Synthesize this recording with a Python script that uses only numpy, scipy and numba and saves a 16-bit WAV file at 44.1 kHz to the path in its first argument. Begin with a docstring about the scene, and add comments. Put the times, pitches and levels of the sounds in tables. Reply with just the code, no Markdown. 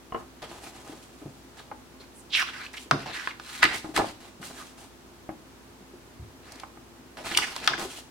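"""Over the air noise and wavering tones of a computer fan, foam lifted off a box makes its walls ring.
Friction of foam, pages and fingers rasps, drums and hisses; edges tap and flick, and hands bump softly.
The glossy coating also chirps, slipping pages glide in pitch, and creases tick lightly.
Stiff pages bow and snap as bending waves spread; in a quieter stretch a fingertip whistles faintly on the gloss.
A small room answers all but the fan with sparse reflections and a diffuse tail."""
import sys
import numpy as np
from scipy import signal
from scipy.fft import rfft, irfft, next_fast_len
from scipy.io import wavfile
from scipy.ndimage import uniform_filter1d
from numba import njit

SR = 44100
rng = np.random.default_rng(int(sys.argv[2]) if len(sys.argv) > 2 else 0)


def generate_wav(sig):
    """Save sig (samples, or channels by samples) to the path in sys.argv[1] as 16-bit PCM at SR."""
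    pcm = np.round(np.clip(np.atleast_2d(sig).T, -1, 1) * 32767).astype(np.int16)
    wavfile.write(sys.argv[1], SR, pcm)


N = 357210
TIME = np.arange(N) / SR
HIT = TIME[:SR // 3]  # time axis of one short event
LEFT_RIGHT = np.array([[1], [-1]])


def undb(db):
    """Logarithmic level: decibels to amplitude gain."""
    return 10 ** (np.asarray(db) / 20)


def unit(x):
    """Mean-power normalisation: scale to rms 1."""
    return x / np.sqrt(np.mean(x ** 2))


def burst(x):
    """Short-time power normalisation: the loudest 3 ms get rms 1."""
    return x / np.sqrt(uniform_filter1d(x ** 2, size=132).max())


def fade(t60, t=HIT):
    """Exponential decay: the level falls 60 dB in t60 seconds."""
    return np.exp(-np.log(1000) * t / t60)


def partial(hz, t60):
    """Damped free oscillation of one mode."""
    return np.sin(2 * np.pi * hz * HIT) * fade(t60)


def colour(x, points):
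    """Minimum-phase filtering: a causal response through (f/Hz, level/dB) points, by the folded cepstrum."""
    n = next_fast_len(x.shape[-1] + 2048)
    hz, db = np.transpose(points)
    grid = np.fft.rfftfreq(2048, 1 / SR)
    level = np.interp(np.log(grid + 1), np.log(hz), db)
    cepstrum = irfft(np.log(undb(level)))
    half = len(cepstrum) // 2
    cepstrum[1:half] *= 2
    cepstrum[half + 1:] = 0
    response = irfft(np.exp(rfft(cepstrum)))
    return irfft(rfft(x, n) * rfft(response, n), n)[..., :x.shape[-1]]


@njit
def resonate(x, hz, q):
    """Resonance: a state-variable band-pass whose centre may move every sample."""
    y, b, l = np.empty(len(x)), 0., 0.
    for i in range(len(x)):
        g = np.tan(np.pi * hz[i] / SR)
        v = (b + g * (x[i] - l)) / (1 + g * (g + 1 / q))
        b, l, y[i] = 2 * v - b, l + 2 * g * v, v / q
    return y


def band(x, hz, q):
    """Selective resonance: the same fixed or moving band-pass in each channel."""
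    centre = np.clip(np.ones(x.shape[-1]) * hz, 20, .44 * SR)
    return np.array([resonate(channel, centre, float(q)) for channel in x])


def walk(rate):
    """Slow random modulation: chance values, `rate` per second, joined by lines; spread near 1."""
    knots = rng.standard_normal(N // 100)
    return 1.08 * np.interp(TIME * rate, np.arange(len(knots)), knots)


def add(out, s, sound):
    """Superposition: mix a sound in at time s."""
    i = int(s * SR)
    out[:, i:i + sound.shape[-1]] += sound[..., :N - i]


# spectrum of the fan's air noise: f/Hz, relative level/dB
FAN_SPECTRUM = [(15, -68), (25, -44), (48, -10.5), (97, -4.5), (134, -6), (180, -8.5), (263, -0.5),
                (293, -7), (354, -6), (591, -12), (911, -12.5), (1940, -19.5), (2110, -20.5), (6560, -26.5),
                (16000, -34.5)]
# steady tones of fan and mains: f/Hz, relative level/dB
HUM_TONES = [(59.2, -60.5), (258.4, -61), (344.5, -60.5), (403.7, -66.5)]


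def fan(air_db=-53, hum_db=-2):
    """Broadband flow noise, wide in the treble, with tones whose phase wavers."""
    mid = unit(colour(rng.standard_normal(N), FAN_SPECTRUM))
    side = unit(colour(rng.standard_normal(N), FAN_SPECTRUM))
    side = colour(side, [(60, -6), (300, -6.5), (1000, -1.5), (4000, 0.5)])
    tones = sum(undb(db + hum_db) * np.sqrt(2) * np.sin(2 * np.pi * hz * TIME + .6 * walk(rate=7))
                for hz, db in HUM_TONES)
    return undb(air_db) * (mid + side * LEFT_RIGHT) + tones


# the lifted foam knocks the cardboard box: t/s, level/dB of the wall ring
BOX_KNOCKS = [(0.1226, -30.5), (0.1459, -25), (0.161, -34)]
# modes of the box walls: f/Hz, relative level/dB, t60/s
BOX_MODES = [(464, 2, 0.099), (747, 3, 0.097), (1080, 11.5, 0.041), (1260, -17, 0.042), (2120, -5, 0.022),
             (2880, -2.5, 0.025)]
# spectrum of drumming sheets, also used for the rattle in the box: f/Hz, relative level/dB
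DRUM_SPECTRUM = [(100, -11), (200, -4.5), (320, -1.5), (540, -6), (820, -1), (1100, -6.5), (1900, -16),
                 (6000, -52)]


def knocks(rattle_db=-2.5, rattle_t60=0.067):
    """Modal ringing of the box walls, with a short noisy rattle of what lies inside."""
    out = np.zeros((2, N))
    for s, db in BOX_KNOCKS:
        ring = sum(undb(mode_db) * partial(hz, t60) for hz, mode_db, t60 in BOX_MODES)
        ring = colour(ring, [(3200, 15), (6000, -39)])  # foam is too soft to excite the treble
        rattle = colour(rng.standard_normal((2, len(HIT))), DRUM_SPECTRUM) * fade(rattle_t60)
        add(out, s, undb(db) * (burst(ring) + undb(rattle_db) * burst(rattle)))
    return out


# decay of the room: f/Hz, t60/s
ROOM_DECAY = [(150, 0.5), (500, 0.27), (1500, 0.35), (4000, 0.44), (9000, 0.38), (15000, 0.26)]


def room(x, wet_db=-6, early_db=-9, early_t60=0.049, early_start_s=0.001, tail_rise_s=0.004):
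    """Reverberation: sparse reflections from desk and screen, and a tail alike at both ears only in the bass."""
    hz, t60 = np.transpose(ROOM_DECAY)
    t = TIME[:SR // 2]
    grid = np.fft.rfftfreq(len(t), 1 / SR)
    mid, side = rfft(rng.standard_normal((2, len(t))))
    width = np.minimum(grid / 1500, 1)
    spectrum = (mid + width * side * LEFT_RIGHT) / np.sqrt(1 + width ** 2)
    tail = 0
    # overlapping bands, each with its own decay
    for weight, decay in zip(np.eye(len(hz)), t60):
        share = np.interp(np.log(grid + 1), np.log(hz), weight)
        tail = tail + irfft(spectrum * share) * fade(decay, t)
    tail = tail * np.minimum(t / tail_rise_s, 1)
    sparse = rng.random(tail.shape) < .02
    early = rng.standard_normal(tail.shape) * sparse * fade(early_t60, t)
    early = colour(early * (t > early_start_s), [(200, -9.0), (1200, 3.0), (6000, -1.5), (14000, 0.0)])
    response = (undb(wet_db) * unit(tail) + undb(early_db) * unit(early)) / np.sqrt(len(t))
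    return np.array([signal.fftconvolve(ear, echo)[:N] for ear, echo in zip(x, response)])


def friction(rate, spread_db, smooth, apart=.6):
    """Stick-slip friction: `rate` tiny uneven releases per second over smooth hiss, partly decorrelated."""
    slips = (rng.random((3, N)) < rate / SR) * rng.standard_normal((3, N))
    slips *= undb(spread_db * np.minimum(rng.exponential(size=(3, N)), 4))
    grain = unit(slips) + smooth * rng.standard_normal((3, N))
    return unit(grain[0] + apart * grain[1:])


def gesture(s, attack, hold, sag_db_per_s, release_s):
    """Contact pressure of one movement: it builds smoothly, eases while held, then dies away."""
    age = np.maximum(TIME - s, 0)
    rise = np.sin(np.pi / 2 * np.minimum(age / max(attack, .001), 1))
    held = np.maximum(age - attack, 0)
    nepers = sag_db_per_s * held * np.log(10) / 20 + np.maximum(held - hold, 0) / release_s
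    return rise * np.exp(-np.minimum(nepers, 20))


# a surface slides (foam, then cover and pages):
# t/s, attack/s, hold/s, relative levels/dB of rub, sheet drumming and fine hiss
SLIDING_STROKES = [ (0.157, 0.017, 0.036, -68, -41.5, -57), (0.418, 0.0044, 0.026, -40.5, -37.5, -50.5),
                   (0.469, 0.052, 0.072, -52, -44.5, -51.5), (0.599, 0.075, 0.019, -53, -44, -47),
                   (0.715, 0.049, 0.069, -55, -49.5, -54.5), (0.845, 0.0075, 0.08, -52, -45, -51.5),
                   (0.937, 0.033, 0.72, -66, -59, -57.5), (1.565, 0.015, 0.013, -45, -46, -52.5),
                   (2.002, .004, 0.025, -52, -52, -61), (2.346, 0.032, 0.035, -42, -49, -36),
                   (2.46, 0.018, 0.025, -39.5, -55, -54), (2.529, 0.011, 0.088, -40, -56, -52.5),
                   (2.632, 0.011, 0.014, -40, -60, -51), (2.735, .005, .004, -38.5, -60, -48.5),
                   (2.759, 0.021, 0.05, -66, -58, -48), (2.987, 0.0088, 0.032, -40.5, -42.5, -53),
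                   (3.054, 0.0079, 0.055, -39.5, -42, -55), (3.125, 0.02, 0.15, -38.5, -68, -48),
                   (3.387, 0.2, 0.016, -41, -68, -45), (3.59, 0.016, 0.016, -47, -46, -68),
                   (3.677, 0.018, 0.053, -41, -37, -47), (3.726, 0.038, 0.021, -45, -56, -40),
                   (3.828, 0.013, 0.077, -72, -47.5, -55.5), (3.937, 0.041, 0.006, -34, -33.5, -35),
                   (4.048, .004, 0.048, -43.5, -43, -46), (4.2, 0.0089, 0.079, -52.5, -51, -55),
                   (4.412, 0.011, 0.017, -48, -44, -45.5), (4.436, 0.023, 0.028, -55, -58, -44),
                   (4.493, 0.0075, 0.0068, -58, -43, -52), (4.521, 0.099, 0.017, -48.5, -48, -46),
                   (4.64, .02, 0.053, -59, -73, -55.5), (4.77, .01, 0.074, -62, -53, -53),
                   (6.408, 0.12, 0.095, -50.5, -51, -58), (7.167, .009, 0.08, -48, -44, -52),
                   (7.234, 0.047, 0.069, -35.5, -40.5, -41), (7.36, 0.0087, 0.073, -37, -38.5, -40.5),
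                   (7.464, .01, 0.11, -40, -45, -46), (7.593, 0.058, 0.009, -38, -41.5, -48),
                   (7.691, .01, 0.052, -36, -35.5, -71), (7.778, 0.02, 0.052, -43, -36, -40),
                   (7.865, 0.075, 0.058, -48.5, -49, -44)]
# spectra of the rubbing contact and of the coating's hiss: f/Hz, relative level/dB
RUB_SPECTRUM = [(410, -42.5), (700, -12.5), (858, -6), (950, -5), (1150, -6), (1680, -1), (2740, -8.5),
                (4000, -9.5), (8000, -22.5), (10400, -62), (17600, -120)]
HISS_SPECTRUM = [(1000, -10), (3000, 1), (5200, -1), (6800, -0.5), (8600, -1), (10500, -4.5), (13000, -11),
                 (16000, -14)]
# free spans of a page resonate: nominal f/Hz, mean relative level/dB
PAGE_SPANS = [(1500, -9.5), (2700, 1.5), (4200, 0.5)]


def sliding(rub_db=-2, drum_db=-3, hiss_db=-1, judder_db=1.45, span_db=-2):
    """Stick-slip rasps at the contact, drums on the sheet and hisses on its coating; the grip comes and goes."""
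    # the grip eases as the hand moves on
    pressure = np.array([gesture(*row[:3], sag_db_per_s=17.5, release_s=0.018) for row in SLIDING_STROKES])
    rub, drum, hiss = undb(np.array(SLIDING_STROKES)[:, 3:]).T @ pressure
    grains = colour(friction(rate=1700, spread_db=2.6, smooth=.5, apart=.8), RUB_SPECTRUM)
    fine = colour(friction(rate=3000, spread_db=3.5, smooth=.9, apart=1.3), HISS_SPECTRUM)
    beats = colour(friction(rate=500, spread_db=-0.5, smooth=0.85, apart=0.23), DRUM_SPECTRUM)
    spans = 0
    # each free span keeps changing its length, and catches and lets go on its own
    for hz, db in PAGE_SPANS:
        catch = undb(db + 4 * walk(rate=60))
        centre = hz * 2 ** (.25 * walk(rate=16))
        spans = spans + catch * unit(band(grains, centre, q=5))
    sound = undb(rub_db) * rub * unit(unit(grains) + undb(span_db) * unit(spans))
    sound += undb(hiss_db) * hiss * unit(fine)
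    sound += undb(drum_db) * drum * unit(beats)
    return sound * undb(judder_db * walk(rate=70))


# modes of the booklet as a whole: nominal f/Hz, relative level/dB, t60/s
BOOKLET_MODES = [(147, 4.5, 0.075), (217.8, 2.5, 0.33), (254, 10, 0.077), (316, 18, 0.25), (378, 3, .16),
                 (814, 10.5, 0.13), (970, -5, 0.09)]


def blow(row, crack, spread_s, q, edge_echo, crack_echo, crack_t60, body_db, crack_db, core_db, apart):
    """Dispersive bending wave: it bounces between page edges, cracks at the fold and shakes the booklet."""
    _, db, hz, low_db, top_db, pan_db, t60 = row
    noise = rng.standard_normal((6, len(HIT)))
    detune = 1 + 0.012 * rng.standard_normal(len(BOOKLET_MODES))
    start = HIT[:SR // 80]
    # the stiffer short waves arrive first, so a spread-out push is a quick downward sweep
    delay = spread_s / (1 + np.fft.rfftfreq(len(start), 1 / SR) / 2500)
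    phase = 2 * np.pi * np.cumsum(delay) * SR / len(start)
    push = irfft(np.exp(-1j * phase), len(start))
    push = np.pad(push, (0, len(HIT) - len(start)))
    push *= np.clip(2 - 2 * HIT / start[-1], 0, 1)

    def with_echo(source, decay, share):
        """Multiple reflection: the push followed by a decaying noisy tail."""
        tail = (source[0] + apart * source[1:]) * fade(decay) * (1 - np.exp(-HIT / spread_s)) ** 2
        return push + share * tail / np.sqrt(np.sum(tail ** 2, axis=1, keepdims=True))

    edge_wave = with_echo(noise[:3], max(t60, .004), edge_echo)
    fold_wave = with_echo(noise[3:], crack_t60, crack_echo)
    core = band(edge_wave, hz, q)
    # a wide fold cannot radiate short waves
    core = colour(core, [(hz / 6, -7), (hz / 2, 0), (hz * 2.55, 0), (hz * 5, -18)])
    body = sum(undb(mode_db) * partial(f * d, ring) for (f, mode_db, ring), d in zip(BOOKLET_MODES, detune))
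    sound = undb(core_db) * burst(core)
    sound += undb(low_db + body_db) * burst(body)
    sound += undb(top_db + crack_db) * burst(colour(fold_wave, crack))
    return sound * undb(db + pan_db * LEFT_RIGHT / 2)


# edges are tapped or flick, and between these pages bow and pop through; both tables:
# t/s of first contact or strain, shortly before the sound peaks, relative level/dB, centre f/Hz,
# relative booklet body/dB, relative crack/dB, left minus right/dB, ring t60/s
EDGE_TAPS = [(0.4241, -33, 710, -13, -8, 0, 0.047), (1.711, -24, 830, -16.5, -40, 2, 0.054),
             (2.908, -1.5, 864, -25, -17, 1, 0.027), (3.058, -25, 815, -15.5, -31, 1, 0.058),
             (3.27, -10.5, 1330, -33, -43, -2, 0.0086), (3.395, -24, 1140, -27, -15.5, -2, 0.009),
             (3.842, -26.5, 750, -1, -36, -0.5, 0.091), (3.987, -11.5, 790, -14, -21, 2, 0.021),
             (3.993, -11.5, 696, -10, -40, -1.5, 0.11), (4.004, -19.5, 890, -1.5, -33, -1.5, 0.034),
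             (4.015, -21.5, 915, -14, -32, -6, 0.016), (4.04, -17.5, 720, -31, -34, 2, 0.018),
             (5.288, -20.5, 696, -7, -52, -0.5, 0.043), (6.631, -24.5, 950, -18, -33, -2, 0.029),
             (6.769, -37.5, 830, -6, -39, 2, 0.035), (7.168, -31.5, 1300, -20, -12, -2, 0.036),
             (7.383, -11.5, 1300, -25, -34, -1, 0.018), (7.56, -21.5, 900, -30, -20, -1, 0.028),
             (7.6723, -6, 1440, -31, -4, 1.5, 0.036), (7.81, -23.5, 1200, -15, -21, -1, 0.03)]
PAGE_BUCKLES = [(3.627, -1, 1674, -41, -16.5, 1, 0.024), (3.638, -5, 1740, -28, -16, -1, 0.025),
                (3.651, -8.5, 1920, -19, -41, -1.5, 0.02), (3.961, -13.5, 1620, -20, -6.5, 3, 0.033),
                (3.974, -11, 800, -20.5, -11.5, -1, 0.012), (4.426, -31, 1510, -18, -23, 2, 0.075),
                (7.313, -23, 1970, -12, -16, -3, 0.037), (7.3717, -7, 2780, -48, -4, -0.5, 0.0099)]
# a flicked edge cracks more dully than a fold popping through: f/Hz, relative level/dB
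EDGE_CRACK_SPECTRUM = [(1200, -41), (2600, 10), (4600, 9.5), (6000, 4.5), (7200, -11), (8600, -6),
                       (10500, -14.5), (13000, -19), (16000, -13)]
FOLD_CRACK_SPECTRUM = [(1200, -29), (2600, 12), (4600, 4), (6800, -4.5), (8500, 3.5), (10500, -8),
                       (12500, -10), (16000, -19)]


def snaps(onset_s=.003, creak_db=-14, creak_rise_s=0.004):
    """Impact and snap-through: taps are sudden; a buckle creaks as strain builds, then runs through the page."""
    out = np.zeros((2, N))
    for row in EDGE_TAPS:
        tap = blow(row, EDGE_CRACK_SPECTRUM, spread_s=0.00045, q=2.46, edge_echo=2.0, crack_echo=1.0,
                   crack_t60=0.012, body_db=-2.0, crack_db=0.5, core_db=-7.5, apart=0.95)
        add(out, row[0] + onset_s, tap)
    lead = HIT[:SR // 30]
    for row in PAGE_BUCKLES:
        pop = blow(row, FOLD_CRACK_SPECTRUM, spread_s=0.002515, q=2.6, edge_echo=1.0, crack_echo=1.0,
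                   crack_t60=0.0088, body_db=1.5, crack_db=1.0, core_db=-6.0, apart=1.0)
        add(out, row[0] + onset_s / 2, pop)
        creak = unit(colour(rng.standard_normal((2, len(lead))), RUB_SPECTRUM))
        creak *= np.exp((lead - lead[-1]) / creak_rise_s)
        add(out, row[0] + onset_s - lead[-1], undb(row[1] + creak_db) * creak)
    return out


# soft bumps of hands, foam and booklet: t/s, relative level/dB, f/Hz
SOFT_BUMPS = [(0.894, -30.5, 295), (0.924, -34, 315), (1.217, -31.5, 303), (1.253, -30.5, 142),
              (1.258, -29.5, 303), (2.858, -38, 316), (2.919, -19.5, 147), (2.931, -17, 280),
              (3.645, -20, 319), (3.89, -30.5, 316.1), (3.983, -17.5, 424), (4.399, -37, 175),
              (5.803, -42.5, 221), (5.818, -41.5, 186), (5.932, -36.5, 370), (6.195, -30.5, 73),
              (6.222, -35, 87), (7.78, -34, 342), (7.849, -26.5, 373)]


def bumps(t60=0.16, ring_t60=0.068, shudder_db=-3, gain_db=-7):
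    """Soft impact: a damped low ring with a short, dull shudder."""
    out = np.zeros((2, N))
    for s, db, hz in SOFT_BUMPS:
        push = rng.standard_normal((1, len(HIT))) * fade(t60)
        shudder = band(band(push, hz * 1.3, q=0.56), hz, q=0.82)
        ring = partial(hz, ring_t60) * (1 - np.exp(-HIT * hz))
        add(out, s, undb(db + gain_db) * burst(burst(ring) + undb(shudder_db) * burst(shudder)))
    return out


# the coating catches and chirps: t/s, relative level/dB, f/Hz, length/s (three times the drive's rise)
COATING_SQUEAKS = [(1.999, -43.5, 4180, 0.02), (2.662, -30.5, 2780, 0.0076), (2.78, -31.5, 2850, 0.0042),
                   (3.306, -31, 2250, 0.01), (7.3477, -18, 2820, 0.0067), (7.734, -17, 1600, 0.006)]


def squeaks(q=6, gain_db=-5):
    """Friction-driven resonance: a brief run of stick and slip rings one narrow mode of the page."""
    out = np.zeros((2, N))
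    for s, db, hz, length in COATING_SQUEAKS:
        noise = rng.standard_normal((3, len(HIT)))
        age = 3 * HIT / max(length, .002)
        drive = (noise[0] + .5 * noise[1:]) * age * np.exp(-age)
        chirp = band(band(drive, hz, q), hz, q=1.0)
        add(out, s, undb(db + gain_db) * burst(chirp))
    return out


# a page slips over another's edge: t/s, attack/s, hold/s, relative level/dB,
# first and last nominal f/Hz of the resonance, relative rasp/dB
PAGE_SLIPS = [(2.135, 0.057, .02, -49.5, 9800, 8200, 1), (2.295, 0.026, 0.0053, -42, 3660, 3300, -12),
              (2.321, 0.033, 0.073, -22, 3500, 1410, -5), (2.467, .015, 0.015, -38, 1500, 1600, -14),
              (2.526, 0.016, 0.096, -39, 1700, 1500, -13), (2.768, 0.0037, 0.011, -42, 2930, 2920, 8),
              (3.056, .004, .045, -39.5, 810, 790, -12), (3.138, 0.024, 0.098, -35.5, 1720, 1830, -12),
              (3.67, 0.063, 0.03, -33.5, 1950, 2050, -14), (4.555, .05, .02, -46, 1900, 1090, -21),
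              (7.173, 0.0092, 0.031, -41, 690, 620, -10.5), (7.414, 0.019, 0.014, -28, 2500, 1750, -9),
              (7.469, .01, 0.011, -37, 1700, 1500, -9), (7.961, 0.011, .012, -46.5, 3000, 2920, -8)]
# spectrum of the rasp of a page's edge: f/Hz, relative level/dB
RASP_SPECTRUM = [(500, -28), (1100, 0), (2500, 12), (4000, -0.5), (5700, 4), (7000, -26), (10500, -14),
                 (13000, -30), (16000, -14)]


def slipping(gain_db=-2, pan_db=-3, rasp_power=2.4):
    """Resonance of a varying free length: it changes by fits, so the scrape glides unevenly."""
    glide = []
    for s, attack, hold, _, first, last, _ in PAGE_SLIPS:
        glide += [(s, first), (s + attack + hold, last)]
    grains = friction(rate=3000, spread_db=3.5, smooth=1.0, apart=0.66)
    centre = np.interp(TIME, *np.transpose(glide)) * 2 ** (.09 * walk(rate=150))
    ring = band(band(grains, centre, q=3.2), centre, q=1.3) / np.sqrt(centre)
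    # the bent page loses its tension, then drops off the edge
    pressure = np.array([undb(row[3] + gain_db) * gesture(*row[:3], sag_db_per_s=81, release_s=0.0042)
                         for row in PAGE_SLIPS])
    # a longer span rasps more
    rasp = unit(colour(grains, RASP_SPECTRUM)) * np.minimum(2000 / centre, 1.3) ** rasp_power
    rasp_pressure = undb(np.array(PAGE_SLIPS)[:, -1]) @ pressure
    sound = pressure.sum(axis=0) * unit(ring) + rasp_pressure * rasp
    return sound * undb(pan_db * LEFT_RIGHT / 2)


# a corner or crease flicks past a fingertip: t/s, relative level/dB, centre f/Hz
CREASE_TICKS = [(2.732, -41, 7000), (4.78, -44, 1000), (6.521, -34.5, 6060), (6.558, -42, 5940),
                (6.5987, -35, 3540), (7.563, -24, 3400), (7.602, -35, 3300), (7.644, -30, 3000),
                (7.664, -29, 3200), (7.7788, -28, 1510), (7.825, -42, 2300), (7.999, -48, 6500)]


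def ticks(t60=0.018, q=1.0, gain_db=-3, apart=1.0):
    """Light impulsive excitation: tiny crisp cracks, too light to shake the booklet."""
    out = np.zeros((2, N))
    for s, db, hz in CREASE_TICKS:
        noise = rng.standard_normal((3, len(HIT))) * fade(t60)
        crack = band(noise[0] + apart * noise[1:], hz, q)
        crack = colour(crack, [(9500, -1), (14000, -7)])
        add(out, s, undb(db + gain_db) * burst(crack))
    return out


# a fingertip whistles faintly on the gloss: t/s, length/s, level/dB, first f/Hz, last f/Hz
FINGER_WHISTLE = (5.265, .08, -70, 11700, 10400)


def whistle():
    """Periodic stick-slip, very fast: the pitch sinks ever faster as the finger slows."""
    s, length, db, first, last = FINGER_WHISTLE
    part = np.clip((TIME - s) / length, 0, 1)
    hz = first + (last - first) * part ** 2
    swell = np.sqrt(2 * np.abs(np.sin(np.pi * part)))
    return undb(db) * swell * np.sin(2 * np.pi * np.cumsum(hz) / SR)


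def scene(left_lag_s=.000022):
    """Interaural differences: direct sound reaches the left a moment later and recoloured; room and fan join."""
    paper = knocks() + snaps() + ticks() + squeaks() + whistle() + bumps() + sliding() + slipping()
    lag = np.exp(-2j * np.pi * np.fft.rfftfreq(N, 1 / SR) * left_lag_s)
    late = irfft(rfft(paper[0]) * lag, N)
    left = colour(late, [(400, 0.7), (1800, -1.5), (4000, -0.95), (12000, -0.2)])
    echoes = colour(room(paper), [(200, -0.5), (2000, -3.0), (5000, -2.0), (12000, -3.5)])
    return np.array([left, paper[1]]) + echoes + fan()


def record(dry):
    """Saturation and band limiting: the highest peaks are rounded and the top above 16 kHz is cut."""
    low_pass = signal.ellip(10, .2, 80, 16000, fs=SR, output="sos")
    return signal.sosfilt(low_pass, np.tanh(dry))


dry = scene()
out = record(dry)
generate_wav(out)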